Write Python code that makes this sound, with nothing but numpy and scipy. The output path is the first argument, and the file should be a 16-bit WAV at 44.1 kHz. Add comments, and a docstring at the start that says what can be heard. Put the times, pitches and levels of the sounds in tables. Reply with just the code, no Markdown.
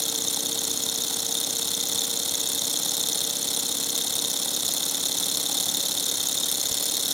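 """A model hot-air engine runs on a workbench in quiet room noise, starting near 16 turns a second.
In each turn its loose rods knock five times and its two pistons scrape to and fro; the metal frame
rings, the base plate thuds and the bench hums. Fixed resonances colour the clatter from the start.
The speed creeps up to nearly 18 turns a second. From 6 s a nearing hand varies that colour and
strengthens a short echo, and near 6.7 s the base bumps softly twice."""
import sys
import numpy as np
from scipy import signal
from scipy.fft import rfft, irfft, next_fast_len
from scipy.io import wavfile
from scipy.ndimage import uniform_filter1d, map_coordinates

SR = 44100
rng = np.random.default_rng(int(sys.argv[2]) if len(sys.argv) > 2 else 0)


def generate_wav(sig):
    """Save sig (samples, or channels by samples) to the path in sys.argv[1] as 16-bit PCM at SR."""
    pcm = np.round(np.clip(np.atleast_2d(sig).T, -1, 1) * 32767).astype(np.int16)
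    wavfile.write(sys.argv[1], SR, pcm)


N = 314433
TIME_S = np.arange(N) / SR
FFT_SIZE = next_fast_len(N + SR // 2, real=True)
BIN_HZ = np.fft.rfftfreq(FFT_SIZE, 1 / SR)
CRUISE_RPS = 17

# Spectral shapes. Each row: frequency in Hz, relative level in dB.
AIR_SPECTRUM = [(25, -28), (60, -9), (110, -9.5), (300, -0.5), (1000, -1.5), (4000, -14), (15000, -48)]
WORKSHOP_RUMBLE_SPECTRUM = [(25, -34), (50, -18), (85, -6), (200, -9), (300, -6), (450, -8), (1000, -22)]
BENCH_SPECTRUM = [(30.0, -30), (60.0, -13), (90.0, -2.5), (130.0, -6), (250.0, -2.5), (500.0, -6),
                  (800.0, -1.5), (1000.0, -18), (1500.0, -1.5)]
UNBALANCE_SPECTRUM = [(80, -4.5), (130, -7.5), (170, -2), (272, 0), (442, -6), (462, 0.5), (580, -4),
                      (700, 0)]
PLATE_SPECTRUM = [(200, -25.5), (450, -1.5), (600, -5), (740, -2.5), (820, 1.5), (940, -15), (1150, -9),
                  (1500, -13), (2500, -18), (4000, -30.5)]
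FRAME_SPECTRUM = [(700.0, -7.5), (1000.0, -14), (1500.0, -19), (2400.0, -20), (2850.0, -15), (3300.0, -0.5),
                  (4300.0, -2), (4550.0, -10), (5050.0, -9), (5400.0, -3), (7200.0, -3), (7700.0, -8),
                  (12500.0, -8), (15600.0, -18)]
# Resonances. Each row: centre in Hz, width in Hz, gain in dB (negative for a notch).
BENCH_MODES = [(98, 13, 1.5), (178.4, 26, 6.5), (236, 11, 4.5), (288.3, 47, 9), (360, 29, 2.5),
               (458, 27.5, 12), (568, 27, 8)]
COLOUR_MODES = [(935, 280, 5.5), (1500, 930, -2), (3110, 306, -4), (3680, 210, -3.5), (4235, 730, 5.5),
                (5180, 370, 1), (6730, 950, -4), (9370, 400, -5), (9470, 325, 7.5), (11440, 700, 1)]
FRAME_MODES = [(1458, 350, 8.5), (2033, 370, 7.5), (2650, 140, 4.5), (3147, 126, 6.5), (3504, 31, 7.5),
               (3648, 193, 7.5), (3697, 17, 2), (3695, 34, 5), (4365, 15, 4), (5200, 37, 7.5),
               (5510, 140, 4.5), (5870, 89, 3), (6480, 200, 5), (6980, 540, 6), (8800, 440, 3.5),
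               (9270, 120, 10), (10700, 690, 4), (15100, 690, 8)]
# Workshop reverberation. Each row: frequency in Hz, time to fall 60 dB in seconds.
ROOM_DECAY = [(150, 0.053), (1000, 0.23), (4000, 0.21), (15000, 0.65)]
# Base bumps. Each row: centre in seconds, peak in dB, centre-to-peak time in seconds.
BASE_BUMPS = [(6.661, -43, 0.0021), (6.717, -34.5, 0.0017)]
# Nearing hand. Each row: time in seconds, echo delay in ms, echo gain, colour mix from 0 to 1.
# The first row's values also apply before 6 s.
HAND_PATH = [(6.0, 1.5, 0.03, 1), (6.33, 0.96, 0.12, 0.64), (6.55, 0.46, 0.17, 1), (6.75, 0.39, 0.16, 1),
             (7.13, 0.54, 0.067, 1)]
# Crank speed. Each row: time in seconds, speed in turns per second.
CRANK_SPEED = [(0.0, 16.387), (0.25, 16.153), (0.5, 16.339), (0.75, 16.217), (1.25, 16.446), (2.25, 16.583),
               (2.5, 16.771), (2.75, 16.622), (3.0, 16.842), (3.5, 16.777), (4.0, 16.945), (4.5, 17.172),
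               (5.75, 17.616), (6.0, 17.432), (6.25, 17.389), (7.13, 17.828)]
# Piston strokes. Each row: crank angle in turns, spread in turns, relative level in dB,
# ring centre in Hz, ring width in Hz, ring gain in dB, tilt above 2 kHz in dB per octave.
PISTON_STROKES = [(0.946, 0.047, -36, 8100, 1200, 16.5, -1), (0.025, 0.041, -35.5, 9330, 470, 10, 2),
                  (0.43, 0.13, -33, 6830, 390, 8.5, 3), (0.64, 0.033, -36, 6200, 1200, 11.5, 2.6)]
# Rod knocks. Each row: crank angle in turns, scatter in turns, relative level in dB, size scatter in dB,
# gain in dB per turn/s above cruise, strike-to-chatter ratio, decay in seconds,
# then ring and tilt as for the strokes.
ROD_KNOCKS = [(0.035, 0.013, -36, 1.5, -2, 0, 0.0027, 3450, 600, 5.5, 0.7),
              (.337, 0.014, -37, 3, 1.7, 0, 0.0019, 13300, 5000, 4.5, 0.9),
              (.463, .011, -33.5, 3.5, 1, 1.3, 0.002, 3657, 500, 11.5, 0),
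              (.603, 0.004, -32.5, 1.2, -2, 2.5, 0.0011, 6550, 900, 18, 0.4),
              (0.864, 0.011, -36.5, 5.5, 3.5, 0, 0.00094, 7000, 700, -14, 3.5)]
# Microphone balance. Each row: frequency in Hz, left minus right in dB.
MIC_BALANCE = [(100, -1), (500, -0.5), (1400, .3), (4000, -0.4), (7500, 0), (10700, 2.1), (15000, .8)]


def amp(db):
    """Decibels to gain."""
    return np.exp(np.asarray(db) * (np.log(10) / 20))


def unit_rms(x):
    """Scale to rms 1."""
    return x / np.sqrt(np.mean(x ** 2) + 1e-20)


def log_interp(points, hz=BIN_HZ):
    """Interpolate (Hz, value) points on a log frequency axis."""
    point_hz, values = np.transpose(points)
    return np.interp(np.log(hz + 1), np.log(point_hz + 1), values)


def curves(rows):
    """One value per sample for each column after the time."""
    times_s, *columns = np.transpose(rows)
    return [np.interp(TIME_S, times_s, column) for column in columns]


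def wobble(rate_hz):
    """Random curve of rms 1 with rate_hz knots a second."""
    return unit_rms(np.interp(TIME_S * rate_hz, np.arange(8192), rng.standard_normal(8192)))


def resonance_db(modes):
    """Summed gain of a set of resonances."""
    return sum(db / (1 + (2 * (BIN_HZ - hz) / width_hz) ** 2) for hz, width_hz, db in modes)


def ring(x, gain_db):
    """Minimum-phase filter: resonances ring on after each blow."""
    cepstrum = irfft(gain_db * (np.log(10) / 20), FFT_SIZE)
    cepstrum[1:FFT_SIZE // 2] *= 2
    cepstrum[FFT_SIZE // 2 + 1:] = 0
    return irfft(rfft(x, FFT_SIZE) * np.exp(rfft(cepstrum)), FFT_SIZE)[..., :N]


def room_noise(width=0.72, air_db=-49, rumble_db=-59.5):
    """Room air, partly alike on both sides, over a diffuse low rumble."""
    mid, side = ring(rng.standard_normal((2, N)), log_interp(AIR_SPECTRUM))
    air = unit_rms(np.array([mid + width * side, mid - width * side]))
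    rumble = unit_rms(ring(rng.standard_normal((2, N)), log_interp(WORKSHOP_RUMBLE_SPECTRUM)))
    return amp(air_db) * air + amp(rumble_db) * rumble


def room_reverb(x, level_db=-13.0):
    """Diffuse reflections of the workshop, different on each side."""
    hz, t_s, spectra = signal.stft(rng.standard_normal((2, SR // 3)), SR, nperseg=256)
    decay = amp(-60 * t_s / log_interp(ROOM_DECAY, hz)[:, None])
    tail = signal.istft(spectra * decay, SR, nperseg=256)[1]
    delayed = np.pad(x, (SR // 500, 0))[None]
    return amp(level_db) * signal.fftconvolve(delayed, tail / np.linalg.norm(tail[0]), axes=1)[:, :N]


def base_bumps():
    """The base rocks against the bench: one dull pressure swing each time."""
    out = np.zeros(N)
    for centre_s, peak_db, to_peak_s in BASE_BUMPS:
        offset = (TIME_S - centre_s) / to_peak_s
        out += amp(peak_db) * offset * np.exp((1 - offset ** 2) / 2)
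    return out


def bench_hum(turns, excess_rps, clatter, hum_db=-42.5, db_per_rps=-0.6, rumble_db=-45.5):
    """Crank shake and clatter jolts pass through the feet; harmonics swell at the bench's resonances."""
    modes_db = resonance_db(BENCH_MODES)
    uneven_turns = turns + 0.002 * wobble(5)
    shake = np.zeros(N)
    for order in np.arange(5, 37):
        even_db = 4 * (order % 2 == 0)  # two strokes a turn favour even harmonics
        db = log_interp(UNBALANCE_SPECTRUM, order * CRUISE_RPS) + even_db + 1.4 * wobble(2.42)
        shake += amp(db) * np.sin(2 * np.pi * (order * uneven_turns + rng.random()))
    hum = unit_rms(ring(shake, modes_db))
    clatter_rms = np.sqrt(np.abs(uniform_filter1d(clatter ** 2, size=130)))
    jolts = clatter_rms * rng.standard_normal(N)
    feet_db = -10 * np.log10(1 + (BIN_HZ / 950) ** 6)  # rubber holds back the treble
    rumble = unit_rms(ring(jolts, log_interp(BENCH_SPECTRUM) + modes_db + feet_db))
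    return amp(hum_db + db_per_rps * excess_rps) * hum + amp(rumble_db) * rumble


def plate_thuds(turns, angle_turns=0.035, decay_turns=0.14, level_db=-50.5):
    """Once a turn a knock shakes the base plate: a hollow thud that rattles away."""
    since_turns = (turns - angle_turns) % 1
    rattle = np.exp(-since_turns / decay_turns) * rng.standard_normal(N)
    return amp(level_db) * unit_rms(ring(rattle, log_interp(PLATE_SPECTRUM)))


def colour_and_echo(x):
    """Fixed resonances colour the sound; from 6 s a hand varies the mix and strengthens a short echo."""
    delay_ms, echo_gain, colour_mix = curves(HAND_PATH)
    coloured = x + colour_mix * (ring(x, resonance_db(COLOUR_MODES)) - x)
    echo = map_coordinates(coloured, [np.arange(N) - delay_ms * SR / 1000], order=3)
    return coloured + echo_gain * echo


def metal_contact(envelope, frame_db, ring_hz, width_hz, ring_db, db_per_octave, grit_db=1.5, strike=0):
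    """Gritty contact, plus any clean strike, rings the frame and the touched part; rms 1."""
    grit = rng.standard_normal(N) * amp(grit_db * wobble(1100))
    part_db = resonance_db([(ring_hz, width_hz, ring_db)])
    tilt_db = db_per_octave * np.log2(np.maximum(BIN_HZ, 2000) / 2000)
    return unit_rms(ring(envelope * grit + strike, frame_db + part_db + tilt_db))


def bearing_hiss(frame_db):
    """The bearings rub all round the turn."""
    return amp(-33.5) * metal_contact(1, frame_db, ring_hz=3900, width_hz=1100, ring_db=-2.5,
                                      db_per_octave=-1.5, grit_db=1.0)


def piston_scrapes(turns, frame_db):
    """The pistons scrape where they move fastest."""
    out = np.zeros(N)
    for angle_turns, spread_turns, db, *colour in PISTON_STROKES:
        offset_turns = (turns - angle_turns + 0.5) % 1 - 0.5
        stroke = np.exp(-0.5 * (offset_turns / spread_turns) ** 2) * amp(1.1 * wobble(30))
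        out += amp(db) * metal_contact(stroke, frame_db, *colour)
    return out


def rod_knocks(turns, excess_rps, frame_db, rise_s=0.00052):
    """Each joint's play closes once a turn with a short chatter; speed shifts load between joints."""
    t_s = np.arange(SR // 40) / SR
    whole_turns = np.arange(int(turns[-1]) + 1)
    out = np.zeros(N)
    for angle_turns, scatter_turns, db, size_db, db_per_rps, hardness, decay_s, *colour in ROD_KNOCKS:
        timing_draw, size_draw = rng.uniform(-0.8, 1, (len(whole_turns), 2)).T
        onsets = np.searchsorted(turns, whole_turns + angle_turns + scatter_turns * timing_draw)
        blows = np.bincount(onsets, amp(size_db * size_draw), N + 1)[:N]
        envelope = np.exp(-t_s / decay_s) * (1 - np.exp(-t_s / rise_s))
        chatter = signal.oaconvolve(blows, envelope / np.linalg.norm(envelope))[:N]
        knocks = metal_contact(chatter, frame_db, *colour, strike=hardness * blows)
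        out += amp(db + db_per_rps * excess_rps) * knocks
    return out


def scene(clatter_gain_db=-0.8, db_per_rps=0.6):
    """The crank drives knocks, scrapes, thuds and hum; the clatter grows with speed."""
    speed_rps, = curves(CRANK_SPEED)
    excess_rps = speed_rps - CRUISE_RPS
    turns = np.cumsum(speed_rps) / SR
    bass_loss_db = 10 * np.log10(1 + (800 / (BIN_HZ + 20)) ** 4)  # small parts radiate little bass
    frame_db = log_interp(FRAME_SPECTRUM) + resonance_db(FRAME_MODES) - bass_loss_db
    clatter = rod_knocks(turns, excess_rps, frame_db)
    clatter += bearing_hiss(frame_db) + piston_scrapes(turns, frame_db)
    clatter *= amp(clatter_gain_db + db_per_rps * excess_rps)
    engine = colour_and_echo(clatter + plate_thuds(turns)) + bench_hum(turns, excess_rps, clatter)
    return engine + room_reverb(engine) + base_bumps() + room_noise()


def record(dry, top_hz=15900):
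    """Two band-limited microphones, slightly different in colour."""
    balance = amp(log_interp(MIC_BALANCE) * np.array([[0.5], [-0.5]]))
    return irfft(rfft(dry, FFT_SIZE) * balance * (BIN_HZ < top_hz), FFT_SIZE)[:, :N]


dry = scene()
out = record(dry)
generate_wav(out)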